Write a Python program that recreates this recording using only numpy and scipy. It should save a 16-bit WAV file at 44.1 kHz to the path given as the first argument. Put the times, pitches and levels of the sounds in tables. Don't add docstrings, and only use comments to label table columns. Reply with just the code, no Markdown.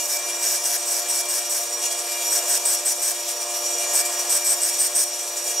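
import sys
import numpy as np
from scipy import signal
from scipy.fft import rfft, irfft, next_fast_len
from scipy.io import wavfile
from scipy.ndimage import uniform_filter1d

SR = 44100
rng = np.random.default_rng(int(sys.argv[2]) if len(sys.argv) > 2 else 0)


def materialize(psi):
    bounded = np.clip(np.atleast_2d(psi).T, -1, 1)
    quanta = np.round(bounded * 32767).astype(np.int16)
    wavfile.write(sys.argv[1], SR, quanta)


def linear_from_db(decibels):
    return 10 ** (np.asarray(decibels, float) / 20)


N = 246959
TIME = np.arange(N) / SR
FFT_SIZE = next_fast_len(N)
HZ = np.fft.rfftfreq(FFT_SIZE, 1 / SR) + 1e-3


def unit(x):
    return x / np.sqrt(np.mean(x ** 2))


def filtered(x, gain):
    return irfft(rfft(x, FFT_SIZE) * gain, FFT_SIZE)[..., :N]


def colour_db(points):
    hz, db = np.transpose(points)
    return np.interp(np.log(HZ), np.log(hz), db)


def bumps_db(modes):
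    return sum(db / (1 + (2 * (HZ - hz) / width) ** 2) for hz, width, db in modes)


def ringing(modes):
    response = 0
    for k, (hz, width, db) in enumerate(modes):
        detuning = (HZ / hz - hz / HZ) * hz / width
        response = response + (-1) ** k * linear_from_db(db) / (1 + 1j * detuning)
    return response


def raised(modes, factor):
    return [(hz * factor, width, db) for hz, width, db in modes]


def walk(rate):
    hold = int(SR / rate)
    steps = np.repeat(rng.standard_normal(600), hold)[:N]
    return unit(uniform_filter1d(uniform_filter1d(steps, hold), hold))


def curve(table, column):
    return np.interp(TIME, [row[0] for row in table], [row[column] for row in table])


def gate(start, length, rise, fall):
    return np.clip(np.minimum((TIME - start) / rise, (start + length - TIME) / fall), 0, 1)


def sine(hz, clock, phase=0):
    return np.sqrt(2) * np.sin(2 * np.pi * hz * clock + phase)


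def flickering(x, low_hz, flicker_db, rate, count=14, tilt_db=0.):
    place = np.clip(np.log(HZ / low_hz) / np.log(16000 / low_hz), 0, 1) * (count - 1)
    spectrum = rfft(x, FFT_SIZE)
    out = np.zeros(N)
    for k in range(count):
        band = irfft(spectrum * np.clip(1 - abs(place - k), 0, 1), FFT_SIZE)[:N]
        out += linear_from_db(flicker_db * walk(rate) + tilt_db * (k / count) ** 2) * band
    return out


def grit(spread_db, density):
    strikes, sign, size = rng.random((3, N))
    size_db = -spread_db * np.log(size + .01)
    clicks = (strikes < density / SR) * np.sign(sign - .5) * linear_from_db(size_db)
    return unit(unit(clicks) + 0.61 * rng.standard_normal(N))


# start_s, level_db
LOUDNESS = [
    (0.0, -39.5),
    (0.4, -37.5),
    (1.6, -38.5),
    (2.4, -36),
    (3.2, -39.5),
    (3.9, -35),
    (4.3, -36),
    (5.15, -39.5),
    (5.6, -37.5),
]


def drift_db():
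    return curve(LOUDNESS, 1) + 38


def load(lag_s):
    touch = sum(gate(start, length, LAND_S, LIFT_S) for start, length, *_ in STROKES)
    keep = np.exp(-1 / (lag_s * SR))
    return signal.lfilter([1 - keep], [1, -keep], touch)


# start_s, length_s, hiss_gain_db, extra_treble_db
PUFFS = [(.003, 0.067, 4.5, 10), (0.187, 0.016, 2.5, 11), (.295, 0.018, 4, 3), (0.41, 0.034, 1, -13),
         (1.604, 0.046, 3, 9), (1.73, 0.024, 2, 8), (1.825, 0.05, 3.5, 5), (1.908, .025, 5, -7),
         (1.985, 0.02, 3.5, 0), (2.09, 0.046, 2.5, 5), (2.218, .015, 3, -3), (2.255, .036, 3, 3),
         (3.15, .022, 3, -3), (3.195, 0.017, 5.5, -8), (3.279, .045, 4.5, 0), (3.404, 0.042, 3, 2),
         (3.535, 0.037, 2.5, -5), (3.643, 0.035, 2.5, -4), (3.78, 0.08, 2, 1), (4.052, 0.023, 4.5, 0),
         (4.107, 0.014, -1, -4), (4.19, 0.023, 5, -1), (4.703, 0.047, 1.5, 4), (5.112, 0.047, 0.5, 4),
         (5.186, .027, 3.5, -8), (5.361, 0.033, 4.5, -2), (5.47, 0.052, 4.5, -1), (5.566, .036, 0.5, -4)]


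def flap_db():
    edge_s = 0.012
    flaps = np.array([gate(start - edge_s / 2, length + edge_s, edge_s, edge_s) for start, length, *_ in PUFFS])
    return np.array(PUFFS)[:, 2:].T @ flaps


# hz, level_db (per Hz)
ROAR_COLOUR = [(25, -35), (170, -35), (230, -32.5), (300, -16.5), (345, -10), (420, -8), (600, -3),
               (800, -5.5), (1230, -8), (1700, -9), (2100, -8.5), (3500, -6), (5000, -8.5), (7000, -21)]
# hz, width_hz, level_db
PANELS = [(340, 73, 3), (597, 4.6, 8), (880, 10, 8.5), (3110, 100, -5), (483, 60, 8.5), (693.5, 41, 9.5),
          (990, 12, 9), (1077, 36, 9.5), (1632, 13, 7.5), (1697, 36, 9.5), (1865, 28, 8.5)]


def roar():
    noise = filtered(rng.standard_normal(N), linear_from_db(colour_db(ROAR_COLOUR) + bumps_db(PANELS)))
    return linear_from_db(-38.0) * unit(flickering(noise, 510.0, flicker_db=1.07, rate=10, count=6))


# hz, level_db
WHINES = [(1600, -62), (2960, -63), (3500, -62), (5380, -54), (5470, -55), (8110, -49), (8580, -54),
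          (9155, -57), (9665, -57), (9790, -58), (11860, -60)]


def whines():
    clock = TIME + 1.5e-5 * walk(20)
    return sum(linear_from_db(db + 2.7 * walk(6.9)) * sine(hz, clock) for hz, db in WHINES)


# hz, level_db, phase_wander_rad, wander_rate_per_s
ROLLERS = [
    (349.8, -47.5, 1.2, 8),
    (697, -47, 2.2, 14),
    (1078, -57, 2.2, 16),
]


def rollers():
    return sum(linear_from_db(db + 0.83 * walk(9)) * sine(hz, TIME, rad * walk(rate)) for hz, db, rad, rate in ROLLERS)


# hz, level_db
TONES = [(177.8, -78.0), (291.0, -76.0), (589.2, -42.5), (600.2, -58.0), (646.7, -61.0), (711.1, -47.0),
         (818.7, -60.0), (845.0, -63.0), (888.8, -54.0), (946.0, -54.0), (953.4, -56.0), (1022.8, -65.0),
         (1200.4, -52.0), (1378.2, -56.0), (2383.9, -58.0), (3089.9, -64.0), (4124.3, -64.0),
         (4291.5, -56.0), (4768.8, -51.0), (5245.0, -57.0), (5581.7, -49.0), (5880.8, -57.0),
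         (5980.2, -52.0), (6198.8, -56.0), (6977.0, -50.0), (9060.0, -50.5), (9282.5, -56.5),
         (9537.0, -56.0), (14305.2, -57.5)]


def motor():
    return sum(linear_from_db(db + 1.15 * walk(5.99)) * sine(hz, TIME, 0.58 * walk(2.994)) for hz, db in TONES)


# start_s, stack_db, whistle_db
SQUEAL = [(0.0, -41.5, -43), (0.03, -47, -39), (0.39, -44.5, -39), (0.93, -48.5, -38), (1.14, -45, -38),
          (1.81, -48.5, -32.5), (1.84, -41.5, -34), (2.01, -47, -37), (2.04, -52.5, -42), (2.17, -43, -36),
          (2.95, -50.5, -43), (3.13, -47, -37), (3.35, -51.5, -37.5), (3.93, -42.5, -32), (3.94, -45, -35),
          (5.43, -50.5, -37.5), (5.52, -44, -37), (5.6, -45.5, -32)]
# multiple, level_db
SQUEAL_ORDERS = [(2, -8), (4, -12), (5, 2), (6, -3.5), (7, -4.5), (8, -7), (9, -10), (10, -11), (13, -2),
                 (14, 1.5), (15, 4), (17, 1)]


def squeal():
    drag = load(lag_s=0.029)
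    slip_hz = 473.4 - 7 * drag
    turns = np.cumsum(slip_hz * (1 + 0.0016 * walk(40) + 0.000923 * walk(12))) / SR
    stack = np.zeros(N)
    for order, db in SQUEAL_ORDERS:
        stack += linear_from_db(db + 2.82 * walk(30)) * np.sin(2 * np.pi * (order * turns + rng.random()))
    whistle = linear_from_db(3.6 * walk(50) + 1.5 * walk(18)) * np.sin(2 * np.pi * 12 * turns)
    stack_db = curve(SQUEAL, 1) + 3.0 + 0.72 * flap_db()[0]
    whistle_db = curve(SQUEAL, 2) + 1.5 + 0.5 * drag
    return linear_from_db(stack_db) * stack + linear_from_db(whistle_db) * whistle


# hz, level_db (per Hz)
HISS_COLOUR = [(300, -90), (2500, -9.5), (4000, -12.5), (5000, -4), (7000, 3.5), (9000, 2), (11000, -3),
               (13500, -9.5), (16000, -14.5)]
# hz, width_hz, level_db
HISS_MODES = [(5648, 250, 11), (6060, 114, 7), (6380, 200, -10.5), (6800, 210, 3.5), (8140, 370, 5),
              (9320, 380, -7), (11570, 460, 4.5), (12440, 300, -7), (13000, 700, 7), (7880, 250, -2),
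              (9780, 200, -6.5), (13800, 200, 3)]


def belt():
    rub = grit(spread_db=2.5, density=9000) * linear_from_db(0.97 * walk(60))
    noise = unit(filtered(rub, linear_from_db(colour_db(HISS_COLOUR) + bumps_db(HISS_MODES))))
    gain_db, treble_db = flap_db()
    level_db = -29.5 + 0.84 * drift_db() + load(lag_s=.006) + gain_db
    return linear_from_db(level_db) * flickering(noise, 4140.0, flicker_db=2.08, rate=22, tilt_db=-2 + 0.44 * treble_db)


# hz, width_hz, level_db
TUBE_LOW = [(1625, 326, -10.5), (5263, 460, -0.5), (5540, 320, 2.5), (5880, 266, 3.5), (6900, 116, 0.5)]
TUBE_RING = [(7660, 110, -3), (8100, 280, 2.5), (8520, 220, 0.5), (9040, 280, -6.5)]
TUBE_RIM = [(10020, 280, -0.086), (10280, 360, -0.91)]
TUBE_HIGH = [(11250, 500, -5), (12340, 620, 6), (13500, 500, 2), (14600, 360, 4)]
# hz, level_db (per Hz)
TUBE_SHEEN = [(2500, -47), (6000, -7), (9000, -6.5), (12000, -0.5), (14000, -6.5), (16000, -12)]
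# start_s, length_s, ring_db, wall_db (wall modes relative to ring), fade_db (ring over stroke)
STROKES = [(0.073, .11, -30, -1.5, 2), (0.413, 0.16, -27.5, -3, 2), (0.635, 0.14, -24.5, -6.5, 10),
           (0.858, .156, -26, -6.5, 8), (1.082, 0.14, -24, -9.5, 13), (1.283, 0.12, -26, -6, 7),
           (1.492, 0.11, -23, -10, 12), (2.304, 0.099, -23.5, -5.5, 0.5), (2.477, 0.11, -23, -6, 0),
           (2.651, 0.11, -19.5, -11.5, 11), (2.849, 0.088, -20.5, -10, 8), (3.015, .112, -22, -9.5, 7),
           (3.931, 0.0947, -21, -6.5, 2), (4.291, 0.096, -20.5, -7.5, 2), (4.439, 0.11, -21, -9.5, 0.5),
           (4.613, .095, -20, -12, 12), (4.785, 0.099, -19, -11.5, 7), (4.949, 0.1, -18.5, -11.5, 8.5)]
LAND_S, LIFT_S, BITE_S = 0.00304, .011, .022


def grinding():
    force = grit(spread_db=3.5, density=8900) * linear_from_db(0.67 * walk(90))
    thin_wall = 1 / (1 + (900 / HZ) ** 4)

    def struck(response):
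        return unit(filtered(force, response))

    def sheen(modes):
        return linear_from_db(colour_db(TUBE_SHEEN) + bumps_db(modes))

    low, ring, rim = (struck(thin_wall * ringing(modes)) for modes in (TUBE_LOW, TUBE_RING, TUBE_RIM))
    high = struck(sheen(TUBE_HIGH))
    tipped = TIME > 4.75
    steep_rim = TUBE_RIM + [(9370, 300, 0.00025)]
    ring = np.where(tipped, struck(ringing(raised(TUBE_RING, 1.029))), ring)
    rim = np.where(tipped, struck(ringing(raised(steep_rim, 1.029))), rim)
    high = np.where(tipped, struck(sheen(raised(TUBE_HIGH, 1.06))), high)

    out = np.zeros(N)
    for start, length, ring_db, wall_db, fade_db in STROKES:
        age = TIME - start
        softness = np.clip((-16.5 - ring_db) / 7, .2, 1.3)
        bite_db = -7 * softness * np.clip(1 - age / BITE_S, 0, 1)
        roll_db = fade_db * np.clip((age - BITE_S) / (length - BITE_S), 0, 1)
        wall = linear_from_db(2.5 + 0.21 * roll_db + 2.0 * bite_db) * low
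        wall += linear_from_db(-.5 + 0.2 * roll_db + 0.52 * bite_db) * high
        wall += linear_from_db(-5.5 + 0.77 * roll_db + 0.55 * bite_db) * rim
        tube = linear_from_db(bite_db - roll_db) * ring + linear_from_db(wall_db) * wall
        out += gate(start, length, LAND_S, LIFT_S) * linear_from_db(ring_db) * tube
    return flickering(out, 3650.0, flicker_db=1.0, rate=25)


# hz, level_db (side minus mid)
SIDE_DB = [(60, -5), (110, -15), (200, -15), (380, -23), (700, -31), (1290, -8), (2380, -12), (4400, -6),
           (8120, -9.5), (15000, -2)]
# hz, level_db (left minus right)
LEAN_DB = [(60, -.2), (110, 2), (200, -2.7), (380, 0.3), (700, 0.5), (1290, 0), (2380, -1.5), (4400, 1.5),
           (8120, -1.5), (15000, 4)]


def scene():
    machine = motor() + rollers() + roar() + whines()
    mid = linear_from_db(drift_db()) * machine + squeal() + belt() + grinding()
    echoes = rng.standard_normal(8192) * np.exp(-np.arange(8192) / (.022 * SR))
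    echoes = rfft(echoes / np.sqrt(np.sum(echoes ** 2)), FFT_SIZE)
    echoes = echoes / (abs(echoes) + .1) ** .75
    lean = np.tanh(colour_db(LEAN_DB) * np.log(10) / 40)
    side = filtered(mid, echoes * linear_from_db(colour_db(SIDE_DB) - 0.1) + lean)
    return np.array([mid + side, mid - side])


def top_cut(x):
    return signal.sosfilt(signal.butter(12, 16880, fs=SR, output="sos"), x)


def record(dry):
    mix = filtered(dry, 1 / (1 + (HZ / 15740) ** 900))
    return top_cut(mix)


dry = scene()
out = record(dry)
materialize(out)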